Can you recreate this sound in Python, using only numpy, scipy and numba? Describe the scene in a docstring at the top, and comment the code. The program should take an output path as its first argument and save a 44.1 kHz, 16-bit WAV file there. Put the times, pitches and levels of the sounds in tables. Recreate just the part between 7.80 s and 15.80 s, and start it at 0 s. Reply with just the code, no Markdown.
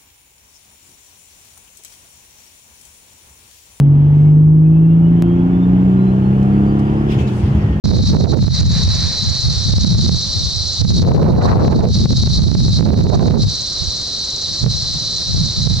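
"""Cicadas buzz from the start on the bank of a shallow lake, their ribbed drums ringing in hollow bodies;
a smaller insect ticks off quick, high syllables over far crickets and a faint wash of rippling water.
Early gusts buffet the two microphone ports, and around 1 s the grass rustles in one swell.
From 3 to 4 s the wind hits hardest: a limiter holds the rumble down and ducks the insects with it.
After one more long gust at 5 s, only light puffs cross the buzz."""
import sys
import numpy as np
from scipy import signal
from scipy.fft import rfft, irfft
from scipy.io import wavfile
from numba import njit

SR = 44100
rng = np.random.default_rng(int(sys.argv[2]) if len(sys.argv) > 2 else 0)


def materialize(psi):
    """Save the field psi as 16-bit PCM at rate SR to the path in sys.argv[1].

    A 1-D psi becomes a single channel; in a 2-D psi each row is a channel.
    """
    bounded = np.clip(np.atleast_2d(psi).T, -1, 1)
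    quanta = np.round(bounded * 32767).astype(np.int16)
    wavfile.write(sys.argv[1], SR, quanta)


N = 352800
TIME = np.arange(N) / SR
BINS = np.fft.rfftfreq(N, 1 / SR)


# pulse of the nearest cicada: (time [s], rib clicks [1/s])
CLICK_RATE = [(0, 411), (1, 409.5), (2.7, 410.5), (4.5, 413.5), (8, 413)]
# ring of a cicada's hollow body: (frequency [Hz], relative level [dB])
BODY_RESONANCE = [(2400, -40.5), (3200, -24.5), (3700, -15.5), (3930, -19), (4020, -2), (4080, 2.5),
                  (4220, -3.5), (4350, -3.5), (4660, -6.5), (4820, -10.5), (5800, -10), (6500, -20.5),
                  (8700, -32), (9800, -45), (13000, -56.5)]
# singing effort, riding the cicadas and also the crickets: (time [s], gain [dB])
SINGING_EFFORT = [(0, -1.5), (1.2, -.5), (4.5, 0.15), (6.3, -1.16), (7.2, -0.15), (8, -1.5)]

def cicadas():
    """Two near singers, their clicks ringing in hollow bodies, before a blurred chorus."""
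    near = tymbal(curve(CLICK_RATE) + .6 * drift(4), jitter_ms=.11, uneven_db=1.3)
    other = tymbal(393 + 1.5 * drift(3), jitter_ms=.12, uneven_db=1.3)
    body = colour(BODY_RESONANCE)
    near, other = (at_ports(shaped(x, body), lag_us=30, diffuse=.25) for x in (near, other))
    chorus = far_noise(BODY_RESONANCE, likeness=.65, lag_us=42)
    buzz = gain_of(-25) * near + gain_of(-34) * other + gain_of(-25) * chorus
    return buzz * gain_of(curve(SINGING_EFFORT))


def tymbal(clicks_per_s, jitter_ms, uneven_db):
    """One click each time a ribbed drum buckles, slightly uneven in time and size."""
    count = np.cumsum(clicks_per_s) / SR
    timing, accent = rng.standard_normal((4000, 2))[:int(count[-1])].T
    times = np.interp(np.arange(len(timing)), count, TIME) + jitter_ms / 1000 * timing
    size = gain_of(uneven_db * accent)
    at = np.clip(times * SR, 0, N - 2)
    sample, fraction = at.astype(int), at % 1
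    return np.bincount(sample, size * (1 - fraction), N) + np.bincount(sample + 1, size * fraction, N)


def ticking_insect(syllables_per_s=17.37, stroke_s=.021, foot_hz=6150, arch_hz=1100, wing_hz=6380):
    """Short rasping syllables: a wing resonance, and a partial that arches up as the stroke speeds."""
    from_middle_s = ((TIME * syllables_per_s + .5) % 1 - .5) / syllables_per_s
    stroke = np.cos(np.pi * np.clip(from_middle_s / stroke_s, -.5, .5))
    arch = np.sin(2 * np.pi * np.cumsum(foot_hz + arch_hz * stroke ** 2 + 250 * drift(900)) / SR)
    wing = np.sin(2 * np.pi * np.cumsum(wing_hz + 220 * drift(900)) / SR)
    grit = 1 + .5 * drift(600)
    rasp = stroke * (wing + .55 * arch) * grit * gain_of(drift(8))
    return gain_of(-40) * at_ports(evened(rasp), lag_us=30, diffuse=.15)


# hits of the largest eddies: (time [s], relative level [dB], pan [0 left to 1 right])
BIG_SLAPS = [(0.455, 17.5, 0.88), (0.539, 11.5, 0.8), (2.296, 4, 1), (3.053, 8, 1), (3.78, 22, 0.17),
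             (4.26, 14, 0.34), (4.478, 6, 0.26), (5.192, 6, 0.71), (5.395, 13.5, 0.67), (5.578, 11, 0.61)]

def wind(left_db=-2.5, right_db=-1.13, slap_db=-.5):
    """Rumble and thumps: both ports feel the same gusts, but each has its own eddies."""
    strength_db, finer = airflow()
    rumble = np.array([buffeting(*port) for port in zip(strength_db, finer)])
    thumps = slaps(list(BIG_SLAPS) + stray_slaps(strength_db))
    return gain_of([[left_db], [right_db]]) * rumble + gain_of(slap_db) * thumps


# bed of breeze under the gusts: (time [s], strength [dB])
BREEZE_BED = [(0, -8.5), (.98, -12), (1.39, -20), (2.39, -24), (2.9, -38.5), (3.1, -6.5), (4.4, -11),
              (5.67, -10), (5.76, -33), (6.67, -40), (6.96, -23), (8, -31.5)]
# gusts that rise, hold and die away:
# (start [s], length [s], strength [dB], right minus left [dB], eddy fineness [octaves])
GUST_CUES = [(0.0, 0.21, -5, 4.5, 0.28), (0.274, 0.35, -2, 7, 0.13), (0.546, 0.16, -0.5, 4.5, -1.47),
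             (0.793, 0.094, -7, 8, -1.2), (1.575, 0.2, -14, 3.5, -0.58), (1.807, 0.54, -9.5, 2.5, -0.37),
             (2.557, 0.09, -18.5, -9, -0.39), (2.73, 0.12, -20, 12, -0.82), (2.967, .11, -7, 7, -1.2),
             (3.185, 0.17, 6.5, -1, -0.35), (3.342, 0.24, 11, 1.5, -0.76), (3.526, 0.3, 3.5, 0, 1.21),
             (3.691, 0.379, 6, 0.6, -0.028), (4.118, 0.21, -6.5, -2, -0.11), (4.536, 0.342, -5, 6.5, -0.74),
             (4.963, 0.612, 2, 5.5, -0.15), (5.948, 0.13, -19.5, 5.5, -1.4),
             (6.807, 0.062, -4.5, 2.5, -0.24), (7.449, .2, -14.5, -1, 0.13), (7.751, 0.23, -13, 5, -0.02)]

def airflow(rise_s=.061, fall_db_per_s=300, ripening_octaves=.45):
    """Breeze and gusts add in power; gives each port's strength in dB and eddy fineness in octaves."""
    power = np.ones((2, 1)) * gain_of(curve(BREEZE_BED)) ** 2
    finer = np.zeros((2, N))
    for start, length, db, lean_db, octaves in GUST_CUES:
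        rise = np.clip((TIME - start) / rise_s, 0, 1)
        fall = gain_of(-fall_db_per_s * np.clip(TIME - start - length, 0, 1))
        ripeness = np.clip((TIME - start) / length, 0, 1) - .5  # eddies grow finer through a gust
        gust = np.outer(gain_of([db - lean_db / 2, db + lean_db / 2]), rise * fall) ** 2
        power += gust
        finer += (octaves + ripening_octaves * ripeness) * gust
    return 10 * np.log10(power), finer / power


# boomy response of a port to buffeting: (frequency [Hz], relative level [dB])
PORT_RESPONSE = [(10, -35), (25, -18), (42, -9.5), (62, 2), (90, 6), (130, 0.5), (195, 2.5), (260, -10.5),
                 (400, -10), (620, -11), (1200, -12), (3000, -14), (15000, -14)]

def buffeting(strength_db, finer, corner_hz=360, db_per_octave=9.5, coarsest_db=-13, steepness=3.46):
    """Eddies on one port: the harder the wind, the smaller the eddies and the brighter the rumble."""
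    hz, t, noise = signal.stft(rng.standard_normal(N), SR, nperseg=1024, noverlap=768)
    swirl = .38 * drift(46)  # eddy size also wanders by chance
    octaves = np.interp(t, TIME, np.maximum(strength_db, coarsest_db) / db_per_octave + finer + swirl)
    rolloff = np.sqrt(1 + (hz[:, None] / (corner_hz * 2 ** octaves)) ** (2 * steepness))
    eddies = colour(PORT_RESPONSE, hz)[:, None] / rolloff
    eddies /= np.linalg.norm(eddies, axis=0)
    rumble = signal.istft(noise * eddies, SR, nperseg=1024, noverlap=768)[1][:N]
    low_cut = BINS ** 2 / (BINS ** 2 + 30 ** 2)
    flutter_db = np.interp(strength_db, [-11.5, -5.5], [4, 2]) * drift(14)  # deeper in light air
    return shaped(rumble, low_cut) * gain_of(strength_db + flutter_db)


def slaps(rows, swing_hz=130, width_s=.004):
    """A large eddy swings the pressure on one port back and forth once or twice."""
    out = np.zeros((2, N))
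    for (s, db, pan), (phase, detune) in zip(rows, rng.standard_normal((len(rows), 2))):
        span = slice(max(int((s - .02) * SR), 0), int((s + .02) * SR))
        t = TIME[span] - s
        swing = np.cos(2 * np.pi * (swing_hz * np.exp(.22 * detune) * t + phase))
        envelope = gain_of(db) * np.exp(-(t / width_s) ** 2 / 2)
        out[:, span] += np.outer([1 - pan, pan], swing * envelope)
    return out


def stray_slaps(strength_db, per_s=9, over_wind_db=6.5, spread_db=2.5):
    """Cues for random eddies, each on one port and a little above the wind there: rows like BIG_SLAPS."""
    offset, side = rng.random((200, 2)).T
    accents_db = over_wind_db + spread_db * rng.standard_normal(len(offset))
    times = (np.arange(len(offset)) + offset) / per_s
    ports = np.round(side).astype(int)
    return [(s, strength_db[port, int(s * SR)] + db, port)
            for s, port, db in zip(times, ports, accents_db) if s < TIME[-1]]


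# cricket trills, each on its own pitch: (frequency [Hz], width [Hz], relative level [dB])
CRICKET_TRILLS = [(3610, 31, -45), (3682, 14, -44), (3774, 42, -33.5), (3855, 59, -36), (3978, 38, -30.5),
                  (3943, 10, -39), (4323, 5.3, -34.5), (5910, 47, -48.5)]

def crickets():
    """Far wings, each ringing at nearly one pitch: narrow, wavering bands of noise."""
    trills = sum(gain_of(db) * shaped(rng.standard_normal(N), np.exp(-((BINS - hz) / width) ** 2))
                 for hz, width, db in CRICKET_TRILLS)
    return at_ports(trills, lag_us=17, diffuse=.12) * gain_of(curve(SINGING_EFFORT))


# tone of rippling water and distant air: (frequency [Hz], relative level [dB])
WATER_TONE = [(20, -5), (70, 7), (130, 1), (200, -3.5), (280, -4.5), (450, -7.5), (620, -8), (850, -15),
              (1150, -14), (1600, -20), (2400, -24), (5000, -30.5), (10000, -41), (15500, -52)]

def water():
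    """Small lapping waves merge into a low, flickering wash."""
    return gain_of(-36 + drift(32)) * far_noise(WATER_TONE, likeness=.97, lag_us=5.6)


# tone of rustling grass: (frequency [Hz], relative level [dB])
GRASS_TONE = [(150, -20), (500, 0), (1000, -1), (1450, -2.5), (1850, -.5), (2150, -3.5), (2500, -4.5),
              (3300, -10), (9000, -30), (15000, -45)]
# swell of the rustle: (time [s], level [dB])
GRASS_LEVEL = [(0, -41), (.5, -49), (.85, -38.5), (1.25, -37.5), (1.6, -44.5), (2.1, -47.5), (2.6, -59.5),
               (8, -49.5)]

def grass():
    """Grass stirred by a gust swells and sinks back."""
    return gain_of(curve(GRASS_LEVEL) + drift(13)) * far_noise(GRASS_TONE, likeness=.76, lag_us=10)


def far_noise(tone, likeness, lag_us):
    """Countless far sources merge into noise that the two ports partly share."""
    common = at_ports(rng.standard_normal(N), lag_us, diffuse=0)
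    separate = rng.standard_normal((2, N))
    return shaped(np.sqrt(likeness) * common + np.sqrt(1 - likeness) * separate, colour(tone))


def at_ports(x, lag_us, diffuse, decay_s=.083):
    """The left port hears x a little later; scattering from the bank reaches each port differently."""
    t = TIME[:SR // 8]
    scatter = rng.standard_normal((2, len(t))) * np.exp(-t / decay_s) * (t > .004)
    scatter /= np.linalg.norm(scatter, axis=1, keepdims=True)
    reflections = signal.fftconvolve(x[None], scatter, axes=1)[:, :N]
    left = irfft(rfft(x) * np.exp(-2j * np.pi * BINS * lag_us / 10 ** 6), N)
    return np.sqrt(1 - diffuse) * np.array([left, x]) + np.sqrt(diffuse) * reflections


def gain_of(db):
    """Decibels to amplitude."""
    return 10 ** (np.asarray(db) / 20)


def evened(x):
    """Scales to rms 1."""
    return x / np.sqrt(np.mean(x ** 2) + 1e-20)


def curve(rows):
    """Automation: straight lines through (time, value) points."""
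    return np.interp(TIME, *np.transpose(rows))


def colour(points, hz=BINS):
    """EQ gain, joined on a log-frequency axis."""
    f, db = np.transpose(points)
    return gain_of(np.interp(np.log(hz + 1), np.log(f + 1), db))


def shaped(x, gain):
    """Filters x by a gain for each bin; rms 1."""
    return evened(irfft(rfft(x) * gain, N))


def drift(hz):
    """Random modulation of rms 1, rolling off around hz."""
    return shaped(rng.standard_normal(N), np.exp(-(BINS / hz) ** 2))


def scene():
    """Insects, shore and wind at the two ports; the left one is a little less sensitive."""
    outdoors = cicadas() + crickets() + ticking_insect() + water() + grass()
    return outdoors * gain_of([[-.4], [.3]]) + wind()


def limiter(x, ceiling_db=-7, wait_s=.0007, attack_s=.00017, release_db_per_s=380):
    """One gain for both channels: each new peak shoots through before it is caught, and so cracks."""
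    load = abs(x).max(0) / gain_of(ceiling_db)
    recovery = float(gain_of(release_db_per_s / SR))
    return x * limiter_gain(load, wait_s * SR, 1 / (attack_s * SR), recovery)


@njit
def limiter_gain(load, wait, attack, recovery):
    """Wakes a moment after the load passes 1, then pulls the gain down fast; recovers steadily."""
    out, gain, awake, calm = np.ones(len(load)), 1., 0, 0
    for i in range(len(load)):
        over = load[i] * gain
        calm = 0 if over > 1 else calm + 1
        awake = awake + 1 if calm < wait else 0
        if over > 1 and awake > wait:
            gain *= over ** -attack
        else:
            gain = min(gain * recovery, 1.)
        out[i] = gain
    return out


def record(dry, hiss_db=-73, fizz_db=-41, start_s=.038, edge_hz=15830):
    """Output chain: limiter, soft overload, hiss, fizz on the tallest peaks, switch-on and high cut."""
    out = limiter(dry)
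    out = out / (1 + out ** 6) ** (1 / 6)
    out += (gain_of(hiss_db) + gain_of(fizz_db) * out ** 2) * rng.standard_normal((2, N))
    out *= np.clip((TIME - start_s) / .008, 0, 1)
    high_cut = signal.firwin(511, edge_hz, window=("kaiser", 9), fs=SR)
    return signal.oaconvolve(out, high_cut[None], "same")


dry = scene()
out = record(dry)
materialize(out)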